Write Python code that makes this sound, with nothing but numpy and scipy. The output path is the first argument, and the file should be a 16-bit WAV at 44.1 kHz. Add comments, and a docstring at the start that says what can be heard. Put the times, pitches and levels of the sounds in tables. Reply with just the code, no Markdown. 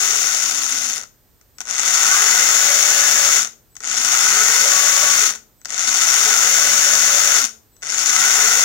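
"""The open gears of a model car run without load on a workbench as its small motor is throttled up and down.
Every tooth knocks on the next and rattles in the slack: single ticks when slow, a bright rasp when fast.
The knocks ring the metal gears and the plastic chassis; the tooth rate adds a whine, and the gears clack
near starts and stops. The speed controller whistles from just before each start until the throttle closes.
Behind it all is a small, quiet room with its echoes, a faint hum and a thin steady whistle."""
import sys
import numpy as np
from scipy import signal
from scipy.fft import rfft, irfft
from scipy.io import wavfile
from scipy.ndimage import uniform_filter1d

SR = 44100
rng = np.random.default_rng(int(sys.argv[2]) if len(sys.argv) > 2 else 0)


def dump_mix(stems):
    """Bounce the given channels to the path in sys.argv[1] as a 16-bit WAV at rate SR."""
    frames = np.atleast_2d(stems).T  # one column per channel
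    limited = np.clip(frames, -1, 1)  # hard clip at full scale
    pcm = np.round(limited * 32767).astype(np.int16)
    wavfile.write(sys.argv[1], SR, pcm)


N = 381024
TIME = np.arange(N) / SR

# the opening, where the throttle is eased off: t/s, tooth rate/Hz (teeth meeting per second), level/dB
WIND_DOWN = [(0, 410, -2.5), (.25, 372, -3.5), (.43, 355, -4.8), (.55, 292, -4.5), (.9, 230, -2.5),
             (1, 115, 1.5), (1.09, 0, -4)]
# bursts of throttle: start/s, stop/s, run-down/s, shudder/dB, extra hum/dB (motor() scales the last two)
BURSTS = [(1.628, 3.533, .25, 3.5, -4), (3.79, 5.43, .3, 3, 3), (5.662, 7.562, 0.27, 1.9, -2),
          (7.8, 10.12, .3, 3, 4)]
# ringing of chassis, gears and motor can: f/Hz, width/Hz, left level/dB, right level/dB, right delay/ms
RESONANCES = [(55, 69, -32.5, -36, 0.041), (135.9, 75, -27, -29, 0.0475), (222, 34, -22.5, -20.5, 0.013),
              (285, 140, -26, -29.5, 0), (432.4, 74, -21.5, -19.5, 0.18), (580, 260, -20, -24, 0.16),
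              (729, 130, -17, -18, 0.069), (875, 260, -22, -20, 0.13), (1093, 157, -16.5, -21, 0.17),
              (1329, 216.96, -12, -8, 0.17), (1489, 202, -8, -6.5, 0.18), (1660, 110, -20, -18, 0.23),
              (1996, 500, -13.5, -9, 0.10969), (2565, 650, -16, -14, 0.22),
              (2987, 710, -15.5, -17.5, 0.21045), (3455, 180, -15, -19, 0.24),
              (3568.6, 447.6, -13, -22, 0.23), (3776.9, 270, -14, -21, 0.19), (4496, 994.5, -13, -21, .22),
              (5798, 1055, -3, -22, 0.24), (6583, 1000, -0.5, -31.5, 0.095), (6995, 455, -3.5, -17.5, 0.25),
              (7597.2, 180, -14.5, -25.5, 0.29), (8070, 2040, -14.5, -22.5, 0.222),
              (9600, 2200, -23, -32.5, 0.16), (11970, 5800, -30.5, -25, 0.216),
              (15400, 4500, -29.5, -24.5, 0.221)]
# borders between base plate, chassis, gear ring, knock edge (the sharp top) and brush hiss: f/Hz
PART_EDGES_HZ = [650, 2300, 9300, 10800]
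# resonances in which the whine swells: f/Hz, width/Hz, relative level/dB
WHINE_RESONANCES = [(248, 125, -3.5), (434, 64, -1.8), (581, 170, -2.5), (1434, 390, -8),
                    (1674, 190, -10.5), (2004, 220, -7.5)]
# a tone at twice the tooth rate sings out for a moment: t/s, level/dB
SINGING = [(4.62, -69.5), (4.73, -32.5), (4.95, -33.5), (5.1, -32.5), (5.2, -42)]
# low room notes that ring on into the pauses: f/Hz, level/dB, decay scale/s (larger rings longer)
ROOM_MODES = [(149.62, -4.5, 1.1), (220, -1.5, .7), (312, -7, 1.3), (441, -10, 1.1)]
WHISTLE_HZ = 13687
# steady hum and thin electronic whistle: f/Hz, left level/dB, right level/dB
HUM_AND_WHISTLE = [(43, -69, -72), (WHISTLE_HZ, -69, -62.5)]
# tone colour of the quiet room: f/Hz, relative level/dB
AIR_SPECTRUM = [(15, -36.5), (25, -6.5), (114, -13), (173, -19), (351, -21.5), (1080, -30), (1410, -32),
                (1730, -31), (2440, -36), (8120, -34), (12000, -40), (13000, -36.5)]
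# single clacks of the gears near starts and stops, and the first loud tooth ticks as they begin to turn:
# t/s, relative level/dB
CLACKS_AND_TICKS = [(.967, -11), (1.034, -20), (1.412, -36), (1.584, -20), (1.605, -10), (1.6136, -12),
                    (1.653, -27), (1.688, -17.5), (1.702, -17), (3.446, -13), (3.471, -18), (3.754, -27.5),
                    (3.766, -18), (3.804, -21), (5.351, -15.5), (5.615, -36), (5.648, -17), (5.655, -10.5),
                    (5.672, -29), (5.69, -21), (5.704, -14.5), (5.722, -15), (5.736, -26), (7.765, -38),
                    (7.827, -15)]
# tones of the speed controller: f/Hz, left level/dB, right level/dB
CONTROLLER_TONES = [(4019, -72, -81), (7950.7, -57, -65), (12010, -80, -71.5)]

PINION_TEETH, WHEEL_TEETH = 10, 20   # the pinion is the motor's small gear
FULL_RATE_HZ = 566


def from_db(db):
    """Turn decibels into a gain."""
    return 10 ** (np.asarray(db) / 20)


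def rms_one(x):
    """Scale a signal to an average power of 1."""
    return x / np.sqrt(np.mean(x ** 2) + 1e-20)


def curves(rows):
    """Join the points of a table into one curve over time for each column after the first."""
    times, *columns = np.transpose(rows)
    return [np.interp(TIME, times, column) for column in columns]


def drift(rate_hz):
    """A random wander of size about 1 that heads for a new value rate_hz times a second."""
    points = rng.standard_normal(N // 10)
    return rms_one(np.interp(TIME * rate_hz, np.arange(len(points)), points))


def resonate(x, hz, width_hz):
    """Ring at one pitch through two resonances in a row; narrower rings longer."""
    r = np.exp(-np.pi * width_hz / SR)
    gain = (1 - r * r) / 2
    return signal.sosfilt([[gain, 0, -gain, 1, -2 * r * np.cos(2 * np.pi * hz / SR), r * r]] * 2, x)


def fade(x, seconds):
    """Spread each spike into a dying tail with the same area."""
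    r = np.exp(-1 / (seconds * SR))
    return signal.lfilter([1 - r], [1, -r], x + 1e-18)


def impulses(at_s, sizes):
    """Spikes of the given sizes at the given times."""
    at = np.round(np.asarray(at_s) * SR).astype(int)
    inside = (at >= 0) & (at < N)
    return np.bincount(at[inside], np.asarray(sizes)[inside], N)


def delay(x, ms):
    """The same signal a little later."""
    return np.interp(TIME - ms / 1000, TIME, x)


def tones(rows):
    """Steady pure tones, each with a left and a right level."""
    return sum(from_db([[left], [right]]) * np.sqrt(2) * np.sin(2 * np.pi * hz * TIME)
               for hz, left, right in rows)


def near_rate(rate, centre_hz, width_hz):
    """A smooth bump that reaches 1 at one tooth rate."""
    return np.exp(-((rate - centre_hz) / width_hz) ** 2)


def speed_gain(rate, full_db, knee_hz, exponent, sharpness=10.0):
    """A gain that grows with the tooth rate and levels off above the knee."""
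    rise = (np.maximum(rate, 1e-6) / knee_hz) ** sharpness
    return from_db(full_db) * (rise / (1 + rise)) ** (exponent / sharpness)


def motor(leap_hz=166, leap_s=.04, climb_hz_per_s=432, pull_s=0.13):
    """The motor winds down; in each burst it leaps to a low speed, climbs evenly, holds and runs down."""
    easing = TIME < WIND_DOWN[-1][0]
    rate, slack_db = (curve * easing for curve in curves(WIND_DOWN))
    pull = shudder_db = hum_db = 0
    for start, stop, run_down_s, burst_shudder_db, extra_hum_db in BURSTS:
        age = np.maximum(TIME - start, 0)
        running = (TIME > start) & (TIME < stop)
        driven = np.minimum(leap_hz * (1 - np.exp(-age / leap_s)) + climb_hz_per_s * age, FULL_RATE_HZ)
        remaining = np.clip((stop - TIME) / run_down_s, 0, 1)
        rate += driven * np.sin(np.pi / 2 * remaining) ** 2
        pull += running * np.exp(-age / pull_s)
        # on the way up the chassis shudders around one critical speed
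        critical = 0.88 * running * remaining * near_rate(driven, centre_hz=379, width_hz=146)
        shudder_db += critical * burst_shudder_db
        hum_db += critical * extra_hum_db
    return np.maximum(rate, 0), pull, shudder_db, hum_db, from_db(slack_db)


def part_gains(rate, pull, shudder_db, hum_db, slack_gain):
    """Each part gets louder with speed; slack gears knock more softly."""
    plate = slack_gain ** 0.57 * speed_gain(rate, full_db=-37.5, knee_hz=473, exponent=1.03)
    chassis = slack_gain * speed_gain(rate, full_db=-25, knee_hz=354, exponent=1.67)
    ring = slack_gain * speed_gain(rate, full_db=-16, knee_hz=306, exponent=2.08)
    edge = slack_gain * speed_gain(rate, full_db=-31.2, knee_hz=310, exponent=2.13)
    plate *= from_db(0.43 * shudder_db)
    chassis *= from_db(shudder_db)
    whine = chassis * from_db(.6 * shudder_db)
    # the hard pull of a start presses the teeth together: duller knocks, less ring, less hum
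    edge *= from_db(0.39 * shudder_db - 18.5 * pull)
    ring *= from_db(-2.5 * pull)
    dip_db = -6.5 * near_rate(rate, centre_hz=321, width_hz=68)   # between two base plate resonances
    hum = plate * from_db(1.5 + hum_db + dip_db - 15 * np.sqrt(pull))
    return plate, chassis, ring, edge, hum, whine


def tooth_knocks(rate, teeth, spread_db=3.0, off_centre_db=1.5, bounce_db=-1.5, knock_s=0.0006466):
    """Each tooth knocks, then bounces about half a tooth later; gives their power, about 1 on average."""
    tooth = np.arange(1, int(teeth[-1]))
    speed = rate[np.searchsorted(teeth, tooth)] / FULL_RATE_HZ
    chance = np.clip(rng.standard_normal((len(tooth), 4)), -2, 2)
    # the faster the gears turn, the more freely the teeth fly about in the slack
    hit = tooth + (.04 + .3 * speed ** 2) * chance[:, 0]
    # the pinion runs slightly out of true and presses harder once a turn
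    size = from_db(spread_db * chance[:, 1] + off_centre_db * np.sin(2 * np.pi * tooth / PINION_TEETH))
    bounce = speed ** 0.84 * from_db(bounce_db + spread_db * chance[:, 2])
    power = impulses(np.interp(hit, teeth, TIME), size ** 2)
    power += impulses(np.interp(hit + .5 + .2 * chance[:, 3], teeth, TIME), bounce ** 2)
    average = uniform_filter1d(uniform_filter1d(power, size=3000), size=3000)
    return fade(power / np.maximum(average, 1e-4), knock_s)


def gear_rattle(knocks, teeth, speed, plate, chassis, ring, edge, alike_hz=3600):
    """Each knock or clack is a tiny rough scrape that rings every resonance with its own strength."""
    # between knocks the teeth rub and the motor's brushes hiss, both growing with speed
    rubbing, hiss = .14 + 0.15 * speed ** 2, 1.7 * speed ** 2
    force = np.sqrt((knocks + rubbing) / (1 + rubbing))
    scrape = np.sqrt((knocks + hiss) / (1 + hiss)) * edge * from_db(35)
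    # the big wheel wobbles, so the teeth scrape more sharply once a turn
    wobble = from_db(5 * (1.4 - speed) * np.sin(2 * np.pi * teeth / WHEEL_TEETH))
    drives = [force * plate * from_db(36),
              force * chassis * from_db(25.5),
              force * ring * from_db(18) * wobble ** 0.23,
              scrape * wobble * from_db(3.5 * (1 - speed)),   # knock edge
              scrape * from_db(4 * (speed - 0.5))]   # brush hiss
    single_hits = clacks_and_ticks()
    grit = rng.standard_normal((4, 3, N))
    rattle = np.zeros((2, N))
    for k, (hz, width_hz, left_db, right_db, lag_ms) in enumerate(RESONANCES):
        drive = single_hits + drives[np.searchsorted(PART_EDGES_HZ, hz)]
        # low notes move the whole chassis as one; high ones reach the two sides mostly unrelated
        alike = np.clip(0.88858 / (1 + (hz / alike_hz) ** 4), .2, 1)
        noise = grit[k % len(grit)]
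        roughness = np.sqrt(alike) * noise[0] + np.sqrt(1 - alike) * noise[1:]
        left, right = resonate(drive * roughness, hz, width_hz)
        rattle[0] += from_db(left_db) * left
        rattle[1] += from_db(right_db) * delay(right, lag_ms)
    return rattle


def gear_whine(teeth, speed, hum_gain, whine_gain, waver_db=3.5, pan_db=1.5):
    """The meeting teeth make tones at one to four times the tooth rate, which swell in the resonances."""
    phase = 2 * np.pi * teeth
    # the slack and the out-of-true pinion smear the tones more as the speed rises
    looseness = speed ** 4
    shake = (0.45 + 0.86 * looseness) * drift(rate_hz=80) + looseness * np.sin(phase / PINION_TEETH)
    harmonics = [from_db(waver_db * drift(rate_hz=30)) * np.sin(k * phase + shake) for k in range(1, 5)]
    # the lowest tone shakes the base plate, the others the chassis
    low, high = hum_gain * harmonics[0], whine_gain * sum(harmonics[1:])
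    whine = sum(from_db(db) * resonate(low if hz < PART_EDGES_HZ[0] else high, hz, width_hz)
                for hz, width_hz, db in WHINE_RESONANCES)
    singing_db, = curves(SINGING)
    sings = (TIME > SINGING[0][0]) & (TIME < SINGING[-1][0])
    whine += sings * from_db(singing_db) * np.sin(2 * phase + 0.33 * shake)
    return np.sqrt(2) * np.array([whine, delay(whine, ms=0.11)]) * from_db([[-pan_db], [pan_db]])


def room_echoes(x, bright_s=0.27, boom_s=0.64, echo_db=-11.0, first_echo_s=0.0034):
    """A small room blurs the sound with echoes, different on each side; the low boom lasts longest."""
    t = TIME[:SR]
    tails = [rng.standard_normal((2, SR)) * from_db(-60 * t / decay_s) * (t > first_echo_s)
             for decay_s in (bright_s, boom_s)]
    bright, boom = (tail / np.sqrt(np.sum(tail ** 2, axis=1, keepdims=True)) for tail in tails)
    echoes = from_db(echo_db) * (bright + resonate(boom, hz=400, width_hz=400))
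    return signal.fftconvolve(x, echoes, axes=1)[:, :N]


def room_modes(x):
    """Standing waves in the room ring at a few low notes, fed by both sides."""
    return sum(from_db(db) * resonate(x.mean(axis=0), hz, width_hz=2 * np.log(1000) / (np.pi * decay))
               for hz, db, decay in ROOM_MODES)


def room_air(level_db=-59, side_db=-3.5, low_cut_hz=38):
    """The steady background noise of the room, mostly rumble."""
    hz, db = np.transpose(AIR_SPECTRUM)
    f = np.fft.rfftfreq(N, 1 / SR) + 1
    colour = from_db(np.interp(np.log(f), np.log(hz), db)) / (1 + (low_cut_hz / f) ** 6)
    noises = irfft(rfft(rng.standard_normal((2, N))) * colour, N)
    middle, side = (rms_one(noise) for noise in noises)
    return from_db(level_db) * (middle + from_db(side_db) * side * [[1], [-1]])


def clacks_and_ticks(level_db=8.0, knock_s=0.00068, shiver_s=0.004, shiver=0.26):
    """The force of single clacks and first tooth ticks: a hard knock, then a short shiver of the gears."""
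    times, db = np.transpose(CLACKS_AND_TICKS)
    energy = impulses(times, from_db(db + level_db) ** 2) * SR / 1000
    return np.sqrt(fade(energy, knock_s) + shiver * fade(energy, shiver_s))


def controller_whistle(lead_s=0.092, rise_s=0.0273):
    """The controller chops the motor current, so the coils whistle while the throttle is open."""
    throttle = sum((TIME > start - lead_s) & (TIME < stop - run_down_s)
                   for start, stop, run_down_s, *_ in BURSTS)
    return fade(throttle, rise_s) * tones(CONTROLLER_TONES)


def scene():
    """The motor's speed drives rattle and whine; the room and the controller are added."""
    rate, pull, shudder_db, hum_db, slack_gain = motor()
    speed = rate / FULL_RATE_HZ
    teeth = np.cumsum(np.maximum(rate, 1e-6)) / SR   # how many teeth have met so far
    plate, chassis, ring, edge, hum, whine = part_gains(rate, pull, shudder_db, hum_db, slack_gain)
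    gears = gear_rattle(tooth_knocks(rate, teeth), teeth, speed, plate, chassis, ring, edge)
    gears += gear_whine(teeth, speed, hum, whine)
    room = room_echoes(gears) + room_modes(gears) + tones(HUM_AND_WHISTLE) + room_air()
    return gears + room + controller_whistle()


def record(dry, ceiling=1.02, cutoff_hz=15900):
    """Round off the tallest peaks and cut the highest treble."""
    low_pass = signal.ellip(12, .1, 80, cutoff_hz, fs=SR, output="sos")
    return signal.sosfilt(low_pass, ceiling * np.tanh(dry / ceiling))


dry = scene()
out = record(dry)
dump_mix(out)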